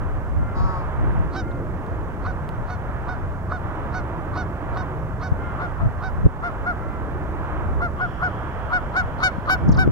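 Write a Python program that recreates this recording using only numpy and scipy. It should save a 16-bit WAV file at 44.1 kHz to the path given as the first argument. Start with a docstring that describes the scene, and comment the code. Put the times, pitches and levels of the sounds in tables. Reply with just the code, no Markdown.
"""Swans on a windy lake

Two swans trade short nasal honks: one ahead to the right, then a nearer one on the left that
grows brassy. In each honk, membranes flap, lock into a tone and ring the bird's long windpipe.
Other birds answer from further off, over distant traffic and an idling engine.
Gusts buffet the microphone, and a limiter turns the sound down briefly when it overloads."""
import sys
import numpy as np
from scipy import signal
from scipy.fft import rfft, irfft, next_fast_len
from scipy.io import wavfile
from scipy.ndimage import uniform_filter1d, minimum_filter1d

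SR = 44100
rng = np.random.default_rng(int(sys.argv[2]) if len(sys.argv) > 2 else 0)


def digitize_waveform(pressure):
    """Quantize a signal to 16-bit integers and store it at the path in sys.argv[1].

    Rows of a 2-D input are taken as channels; values are limited to [-1, 1].
    """
    field = np.atleast_2d(pressure).T
    bounded = np.clip(field, -1, 1)
    quanta = np.round(bounded * 32767).astype(np.int16)
    wavfile.write(sys.argv[1], SR, quanta)


N = 437031
TIME = np.arange(N) / SR

# The tone colour of each background noise. Each row: frequency in Hz, level in dB.
DRONE_SPECTRUM = [(25, -24), (60, 8.5), (110, 3.5), (160, 1), (220, -2), (320, -2.5), (450, -5),
                  (650, -5.5), (1000, -28.5), (2000, -61), (6000, -81.5)]
EXHAUST_SPECTRUM = [(220, -22), (295, 4), (325, 4.5), (380, -2), (470, -26.5), (2000, -90)]
TYRE_SPECTRUM = [(300, -13.5), (600, -3), (950, 0.5), (1300, -2.5), (1600, -5.5), (2000, -14),
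                 (2600, -22.5), (3300, -28), (4500, -42), (8000, -62.5)]
AIR_SPECTRUM = [(1000, -10.5), (3000, -2), (4200, 2.5), (6000, 5.5), (8500, 2.5), (10300, -2), (12500, 1),
                (15500, -3)]
WIND_SPECTRUM = [(10, -33), (18, -2), (45, 0), (90, -2), (150, -13.5), (250, -23), (500, -48.5),
                 (1500, -71.5), (3000, -83.5), (8000, -100)]
HISS_SPECTRUM = [(1800, -28), (2700, 9), (3300, 12), (3800, -13), (5500, -6.5), (7000, -28), (10000, -48)]
# How loud the idling engine is. Each row: time in seconds, level in dB.
ENGINE_LEVELS = [(0, -42.5), (2.7, -35.5), (5.4, -33), (6.8, -39.5), (8.3, -36), (9.9, -44.5)]
# The tones in its hum. Each row: multiple of the firing rate, level in dB.
ENGINE_HARMONICS = [(2, -9), (3, -1), (4, -2), (5, -4.5), (6, -10)]
# Gusts. Each row: middle in seconds, length in seconds, level in dB, eddy speed (the breeze is 1).
WIND_GUSTS = [(0.393, 0.07, -17, 1.3), (0.633, 0.082, -17, 1.1), (1.045, 0.094, -18, 1.1),
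              (1.192, 0.15, -19, 1.2), (2.0, .15, -33, 1), (5.848, 0.051, -14.5, 1.3),
              (6.212, 0.09, -21.5, 1.1), (6.261, 0.021, -6.5, 1.4), (7.687, 0.2, -24, .9),
              (9.697, 0.081, -12.5, 1.9), (9.79, 0.049, -13.5, 1.8), (9.877, 0.044, -13, 1.6)]
# Swans far away. Each row: middle in seconds, pitch in Hz, length in seconds, level in dB.
FAR_SWAN_CALLS = [(0.465, 690, 0.18, -44), (1.511, 706, 0.18, -44.5), (5.466, 702, 0.16, -39.5),
                  (6.913, 685, 0.32, -44.5)]
# Dry ticks. Each row: time in seconds, level in dB.
DRY_TICKS = [(.97, -46), (1.865, -38), (2.491, -23), (3.755, -38)]
# The right swan's honks. Each row: time of the highest pitch in seconds, pitch in Hz,
# base level in dB, brassiness in dB, opening rasp in dB.
RIGHT_SWAN_HONKS = [(1.383, 769, -31, -9.5, -29), (2.287, 752, -33.5, -18.5, -27.5),
                    (2.723, 739, -34.5, -15, -33), (3.113, 748, -31.5, -21.5, -32.5),
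                    (3.544, 745, -30.5, -23.5, -26.5), (3.968, 746, -28.5, -16.5, -32.5),
                    (4.395, 746, -28.5, -16, -26), (4.796, 751, -33.5, -16, -27.5),
                    (5.253, 753, -33, -15, -28.5), (6.059, 761, -30, -20, -29.5)]
# The left swan's. Each row: the same, then hoarseness as a share of the pitch, boost above 10 kHz in dB.
LEFT_SWAN_HONKS = [(5.64, 728, -29.5, -27, -24.5, 0.027, 0), (5.838, 680, -37, -32, -28, .025, 0),
                   (6.461, 714, -25, -27, -30.5, 0.012, 1), (6.69, 731, -21, -31, -35, .006, 1),
                   (7.842, 713, -22.5, -28.5, -27.5, .006, 0), (8.031, 738, -21, -32, -27, .012, 1),
                   (8.251, 741, -20.5, -28.5, -27, 0.01, -3), (8.752, 745, -17.5, -25.5, -23.5, 0.0065, -5),
                   (8.985, 747, -18, -19.5, -27, .015, -1), (9.255, 754, -16.5, -8.5, -23, 0.0035, -7),
                   (9.521, 766.4, -16.5, -13.5, -20.5, .006, 6), (9.81, 765, -19, -16.5, -27.5, 0.0051, 2)]
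# How each bird's windpipe shapes its voice. Each row: frequency in Hz, gain in dB.
GROAN_WINDPIPE = [(190, -17), (570, -6), (760, -7), (950, 1.5), (1140, 4), (1330, 0), (1550, -27),
                  (2800, -39), (3700, -32), (5100, -35), (6000, -49), (6700, -45), (9000, -63)]
RIGHT_WINDPIPE = [(400, -7), (750, -9.5), (1150, -1), (1500, 0), (2250, -10.5), (3000, -17.5), (3750, -5),
                  (4500, -8.5), (5300, -11), (6100, -12.5), (6900, -28.5), (8000, -43), (15000, -48)]
LEFT_WINDPIPE = [(400, -2.5), (750, -8.5), (1150, -3.5), (1500, 0.5), (2250, -7.5), (3000, -10.5),
                 (3750, -6), (4500, -7.5), (5300, -6.5), (6100, -18), (6800, -17.5), (7600, -20),
                 (9000, -21.5), (10500, -34), (13000, -27), (15500, -27)]
# How each swan is shaded at the far side of the microphone. Each row: frequency in Hz, gain in dB.
RIGHT_SWAN_SHADE = [(750, -0.5), (1500, -5.5), (2250, -9), (3750, -5), (4700, -1), (9000, 1.5)]
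LEFT_SWAN_SHADE = [(750, -1.5), (2250, -1.5), (3750, -6.5), (4500, -19.5), (5300, -15.5), (8000, -3),
                   (15000, -24.5)]
# The tone colour of the noises in a honk. Each row: frequency in Hz, level in dB.
RASP_SPECTRUM = [(300, -32), (700, -3), (950, -11), (1130, -11.5), (1280, -3), (1450, -6.5), (1900, -8.5),
                 (3000, -15.5), (4200, -3.5), (5500, -18.5), (7500, -30), (15000, -41)]
CROAK_SPECTRUM = [(500, -11), (1000, .5), (1300, 2), (2000, -15), (5000, -24)]
RUSH_SPECTRUM = [(2000, -20), (4500, 6), (5700, -.5), (7500, -14), (10500, -15.5), (13500, -8.5)]
SLAP_SPECTRUM = [(2000, -8), (4300, -2), (5500, -6.5), (7000, -17), (15000, -31)]
# Harder blowing lifts high tones most. Each row: frequency in Hz, share of the brassiness it gets.
BRASS_SHARE = [(1500, 0), (3700, 1), (7000, 1), (12000, 1.25)]
# Squeaks. Each row: middle in seconds, pitch in Hz, length in seconds, base level in dB.
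HIGH_SQUEAKS = [(1.517, 3600, .018, -57), (9.691, 5260, 0.014, -46), (9.726, 5300, 0.019, -43),
                (9.749, 4870, 0.014, -45), (9.776, 5330, 0.012, -41)]
# Knocks of wind. Each row: time in seconds, pitch in Hz, length in seconds, base level in dB,
# gain on the left, gain on the right.
WIND_THUMPS = [(5.323, 111, 0.011, -2.5, 0.86, -0.31), (6.26, 114, .006, 0, -0.48, 0.85),
               (6.265, 330, 0.0024, -2, 1, -0.21), (9.385, 170, .006, -12.5, 1, -0.066),
               (9.694, 171, 0.00584, -0.5, 0.79, 0.53), (9.877, 288, 0.0021, 3, 0.92, -0.25)]
# Faint hisses. Each row: start in seconds, length in seconds, level in dB.
FAINT_HISSES = [(5.38, .36, -61), (7.943, 2, -56)]
# Soft notes. Each row: middle in seconds, pitch in Hz, length in seconds,
# level at the windpipe's resonance in dB, that resonance in Hz.
HELD_NOTES = [(8.14, 686, .17, -69, 5500), (9.365, 693, 0.17, -62.5, 4140)]

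LOCK_LEAD_S = .018  # a honk locks into its tone this long before its highest pitch


def amp(db):
    """Turn decibels into a gain."""
    return 10 ** (np.asarray(db) / 20)


def unit(x):
    """Scale a sound to an average (rms) level of 1."""
    return x / np.sqrt(np.mean(x ** 2) + 1e-18)


def value_at(points, hz):
    """Read between a table's rows, on a scale of octaves."""
    frequencies, values = np.transpose(points)
    return np.interp(np.log(np.maximum(hz, 1)), np.log(frequencies), values)


def colour(x, points, lag_ms=0):
    """Filter a sound by (Hz, dB) points, and delay it if asked."""
    size = next_fast_len(x.shape[-1])
    hz = np.arange(size // 2 + 1) * SR / size
    delay = np.exp(-2j * np.pi * hz * lag_ms / 1000)
    return irfft(rfft(x, size) * amp(value_at(points, hz)) * delay, size)[..., :x.shape[-1]]


def wobble(rate, size):
    """A smooth random wobble of about 1 either way, with `rate` new values a second."""
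    step = max(int(SR / rate), 1)
    stairs = np.repeat(rng.standard_normal(size // step + 1), step)
    return 1.318 * uniform_filter1d(uniform_filter1d(stairs, step), step)[:size]


def stereo_noise(points, likeness):
    """Coloured noise; a likeness of 1 makes left and right the same."""
    mid, side = rng.standard_normal((2, N))
    mid, side = np.sqrt(1 + likeness) * mid, np.sqrt(1 - likeness) * side
    return unit(colour(np.array([mid + side, mid - side]), points))


def add(out, x, at):
    """Mix x into out, with its middle at the given time."""
    start = int(at * SR) - x.shape[-1] // 2
    first, last = max(start, 0), min(start + x.shape[-1], N)
    out[..., first:last] += x[..., first - start:last - start]


def around(half):
    """Sample times from -half to +half seconds."""
    return np.arange(-int(half * SR), int(half * SR)) / SR


def phase_of(hz):
    """The running angle of a wave whose pitch changes."""
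    return 2 * np.pi * np.cumsum(hz) / SR


def traffic(beat_top_s=1.42, beat_period_s=2.92):
    """Across the water, tyres roar while engines and exhausts swell and ebb, under a thin hiss of air."""
    beat = np.cos(2 * np.pi * (TIME - beat_top_s) / beat_period_s)
    drone = stereo_noise(DRONE_SPECTRUM, likeness=.98) * amp(-32 + 1.5 * beat + .89 * wobble(9, N))
    exhaust = stereo_noise(EXHAUST_SPECTRUM, likeness=.74) * amp(-47.5 + 8.5 * beat)
    tyres = stereo_noise(TYRE_SPECTRUM, likeness=.74) * amp(-34 + 1.7 * wobble(3.9, N))
    left, right = drone + exhaust + tyres
    # the road lies to the right, so its sound reaches the left later
    left = colour(left, [(150, -1.5), (500, -3), (1500, -5.5)], lag_ms=.11)
    air = stereo_noise(AIR_SPECTRUM, likeness=.11) * amp(-65)
    return np.array([left, right]) + air


def idling_engine(firing_hz=29.1):
    """A distant engine hums at multiples of its firing rate, each wavering in level."""
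    level_db = np.interp(TIME, *np.transpose(ENGINE_LEVELS))
    phase = phase_of(firing_hz * (1 + .03 * wobble(5, N)))
    hum = sum(amp(db + 3.2 * wobble(9, N)) * np.sin(k * phase + 1.52 * wobble(14, N))
              for k, db in ENGINE_HARMONICS)
    return unit(hum) * amp(level_db)


def wind(settle_s=.9):
    """Eddies (swirls of air) rumble on the microphone; faster ones sound higher."""
    breeze_db = -31 + 5 * np.exp(-TIME / settle_s)  # brisker at first
    out = stereo_noise(WIND_SPECTRUM, likeness=-.17) * amp(breeze_db + 1.4 * wobble(14, N))
    for at, length, db, speed in WIND_GUSTS:
        t = around(length + .03)
        spectrum = [(hz * speed, level) for hz, level in WIND_SPECTRUM]
        eddies = colour(rng.standard_normal((2, len(t))), spectrum)
        eddies = colour(eddies, [(20, -13), (90, -5.5)])
        eddies = eddies - .38 * eddies[::-1]  # left and right partly oppose each other
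        swell = np.exp(-(1.32 * t / length) ** 2)
        burst = eddies * swell
        add(out, burst * amp(db) * np.sqrt(np.mean(swell ** 2) / np.mean(burst ** 2)), at)
    return out


def far_swans():
    """Longer, nearly level notes; distance leaves only the three lowest harmonics."""
    out = np.zeros(N)
    for at, hz, length, db in FAR_SWAN_CALLS:
        t = around(length)
        phase = phase_of(hz * (1 - 2.385 * t ** 2 + .0077 * wobble(150, len(t))))
        tone = amp(-11.5) * np.sin(phase) + np.sin(2 * phase) + amp(-11) * np.sin(3 * phase)
        add(out, unit(tone) * amp(db) * np.exp(-(2 * t / length) ** 4), at)
    return out


def shore_echo(calls, decay_s=.5):
    """The banks scatter back a faint, dull echo."""
    t = np.arange(int(.7 * SR)) / SR
    tail = rng.standard_normal((2, len(t))) * amp(-60 * t / decay_s) * (t > .02)
    tail = colour(tail, [(1500, -2.5), (4000, -10.5), (9000, -20)])
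    tail = tail / np.sqrt(np.sum(tail[0] ** 2))
    return amp(-29) * signal.fftconvolve(calls, tail, axes=1)[:, :N]


def groan(start_s=.545, top_s=.655, top_hz=187.8, length_s=.33, attack_s=.035, release_s=.08):
    """A bird's low buzz, made nasal by its windpipe; the pitch rises and falls slightly."""
    since = np.arange(int(length_s * SR)) / SR
    t = start_s + since
    hz = top_hz - 434 * (t - top_s) ** 2
    swell = np.minimum(since / attack_s, 1) * np.minimum(since[::-1] / release_s, 1)
    phase = phase_of(hz * (1 + .008 * wobble(300, len(t))))
    buzz = 0
    for k in range(1, 42):
        db = value_at(GROAN_WINDPIPE, k * hz) + 2 * wobble(41.6, len(t))
        buzz += amp(db) * np.sin(k * phase + rng.uniform(0, 2.9))
    treble = colour(buzz, [(2000, -40), (3200, 4)])
    buzz += treble * (amp(-16 * (t - top_s)) - 1)  # the treble fades faster than the rest
    right = np.zeros(N)
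    add(right, unit(buzz) * swell * amp(-32.5 - 7 * since), t.mean())
    left = colour(right, [(1000, 2.4), (3000, 2), (5000, 13)], lag_ms=.16)
    return np.array([left, right])


def ticks():
    """Tiny bursts of noise, heard as dry ticks."""
    out = np.zeros(N)
    for at, db in DRY_TICKS:
        t = around(.0033)
        add(out, amp(db) * rng.standard_normal(len(t)) * np.exp(-abs(t) / .00029), at)
    return colour(out, [(500, 0), (3000, -1), (7000, -14), (15000, -16)])


def honk_envelopes(t):
    """How the tone and the flapping rise and fall, in dB; t is 0 at the highest pitch."""
    since_lock = t + LOCK_LEAD_S
    release_db = (np.maximum(t - .013, 0) / .0076) ** 2
    # the tone swells, droops (both in dB a second) and dies away
    loud_db = np.minimum(851 * since_lock, -27 * since_lock) - release_db
    # the flapping builds until just before the lock, then drops to a faint flutter
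    since_peak = t + .021
    flap_db = np.minimum(340 * since_peak, -1500 * since_peak)
    return loud_db, np.maximum(flap_db, -26.5 + .25 * loud_db)


def croak(t, flap_hz=301.4, ring_hz=1174, ring_s=.0015):
    """Uneven flaps of the membranes, each ringing the windpipe for a few cycles."""
    gap, size, detune = rng.standard_normal((80, 3)).T
    flap_times = t[0] + np.cumsum(np.exp(.3 * gap)) / flap_hz
    since = np.maximum(t - flap_times[:, None], 0)
    rings = np.sin(2 * np.pi * ring_hz * (1 + .069 * detune[:, None]) * since) * np.exp(-since / ring_s)
    return unit(colour(amp(3 * size) @ rings, CROAK_SPECTRUM))


def honk(windpipe, arch, dulling, pitch_hz, level_db, brass_db, rasp_db, hoarse=.0054, edge_db=0):
    """The membranes flap unevenly, lock into a clear tone that arches in pitch, then go slack."""
    t = around(.075)
    size = len(t)
    loud_db, flap_db = honk_envelopes(t)
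    # flapping shakes the pitch; a hard-blown note sags less
    jitter = (hoarse + .025 * amp(flap_db)) * wobble(1100, size) + .003 * wobble(70, size)
    sag = arch * amp(-.2 * (brass_db + 20)) * t ** 2
    hz = pitch_hz * (1 - np.minimum(sag, .3) + jitter)
    phase = phase_of(hz)
    tone = 0
    for k in range(1, 22):
        waver_db = 2.2 * wobble(55, size) + 1.5 * rng.standard_normal()
        bright_db = value_at(BRASS_SHARE, k * pitch_hz) * (brass_db + dulling * loud_db + waver_db)
        db = level_db + value_at(windpipe, k * hz) + loud_db + bright_db
        if k == 1:  # the lowest tone follows the honk's level only half as much
            db -= .51 * (level_db + 21)
        tone += np.sqrt(2) * amp(db) * np.sin(k * phase + rng.uniform(0, 2 * np.pi))
    flaps = rng.standard_normal(size) * amp(3.5 * wobble(350, size))
    rasp = unit(colour(flaps, [(f, db + brass_db * value_at(BRASS_SHARE, f)) for f, db in RASP_SPECTRUM]))
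    onset = (.55 * rasp * amp(.2 * loud_db) + croak(t)) * amp(rasp_db + flap_db)
    # in a brassy note, air rushes through once a cycle
    rush = unit(colour(rng.standard_normal(size) * (1 + np.cos(phase)), RUSH_SPECTRUM))
    rush *= amp(level_db + 1.3 * brass_db + 2 * loud_db - 13)
    # the membranes slap once as they lock
    slap = unit(colour(rng.standard_normal(size), SLAP_SPECTRUM))
    slap *= amp(level_db + brass_db - 13) * np.exp(-((t + LOCK_LEAD_S) / .007) ** 2)
    return colour(tone + onset + slap + rush, [(10000, 0), (11500, edge_db)])


def swan(honks, windpipe, shade, lag_ms, arch, dulling):
    """One bird's honks reach the near side of the microphone, then the shaded far side."""
    near = np.zeros(N)
    for at, *call in honks:
        add(near, honk(windpipe, arch, dulling, *call), at)
    return np.array([near, colour(near, shade, lag_ms)])


def squeaks():
    """Thin, rough squeaks on the left, each a quick downward flick."""
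    out = np.zeros(N)
    for at, hz, length, db in HIGH_SQUEAKS:
        t = around(2 * length)
        phase = phase_of(hz * np.exp(-24 * t + .098 * wobble(1500, len(t))))
        add(out, amp(db) * np.sin(phase) * np.exp(-(2 * t / length) ** 2), at)
    return out * amp([[3], [-5]])


def wind_thumps():
    """Single eddies hit the microphone and push it for about one cycle."""
    out = np.zeros((2, N))
    for at, hz, length, db, *sides in WIND_THUMPS:
        t = around(3 * length)
        phase = 2 * np.pi * hz * t + .2 * wobble(900, len(t))
        push = amp(db) * np.cos(phase) * np.exp(-(2.03 * t / length) ** 2)
        add(out, np.outer(sides, push), at)
    return out


def hisses(edge_s=.06, fade_db_per_s=4.5):
    """A faint, narrow hiss that sets in, slowly fades and stops."""
    gain = 0
    for start, length, db in FAINT_HISSES:
        since = np.clip(TIME - start, 0, length)
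        ramp = np.minimum(np.minimum(since, length - since) / edge_s, 1)
        gain += ramp * amp(db - fade_db_per_s * since)
    return gain * stereo_noise(HISS_SPECTRUM, likeness=.33)


def soft_notes(falloff_db_per_hz=.7):
    """Very quiet held notes; overtones weaken the further they lie from one windpipe resonance."""
    out = np.zeros(N)
    for at, hz, length, db, resonance_hz in HELD_NOTES:
        t = around(length)
        phase = phase_of(hz * (1 + .002 * wobble(80, len(t))))
        tone = 0
        for k in range(2, 10):
            overtone_db = db - falloff_db_per_hz * abs(k * hz - resonance_hz)
            tone += amp(overtone_db + 2 * wobble(27, len(t))) * np.sin(k * phase)
        add(out, np.sqrt(2) * tone * np.exp(-(2 * t / length) ** 4), at)
    return out


def scene():
    """Birds, road and wind together, in stereo."""
    right_swan = swan(RIGHT_SWAN_HONKS, RIGHT_WINDPIPE, RIGHT_SWAN_SHADE,
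                      lag_ms=.032, arch=78, dulling=.33)[::-1]  # flipped: its near side is the right
    left_swan = swan(LEFT_SWAN_HONKS, LEFT_WINDPIPE, LEFT_SWAN_SHADE, lag_ms=.19, arch=75, dulling=.96)
    birds = right_swan + left_swan + groan() + far_swans()
    faint = shore_echo(birds) + squeaks() + ticks() + hisses() + soft_notes()
    return birds + faint + traffic() + idling_engine() + wind() + wind_thumps()


def record(dry, hold_s=.16, top_hz=15800):
    """A limiter holds the volume down after an overload; then the highest treble is cut."""
    hold = int(hold_s * SR)
    needed = np.minimum(1, 1 / (abs(dry).max(axis=0) + 1e-9))
    gain = minimum_filter1d(needed, hold, origin=(hold - 1) // 2)
    limited = np.clip(dry * uniform_filter1d(gain, size=160), -1, 1)
    return signal.sosfilt(signal.ellip(10, .2, 70, top_hz, fs=SR, output="sos"), limited)


dry = scene()
out = record(dry)
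digitize_waveform(out)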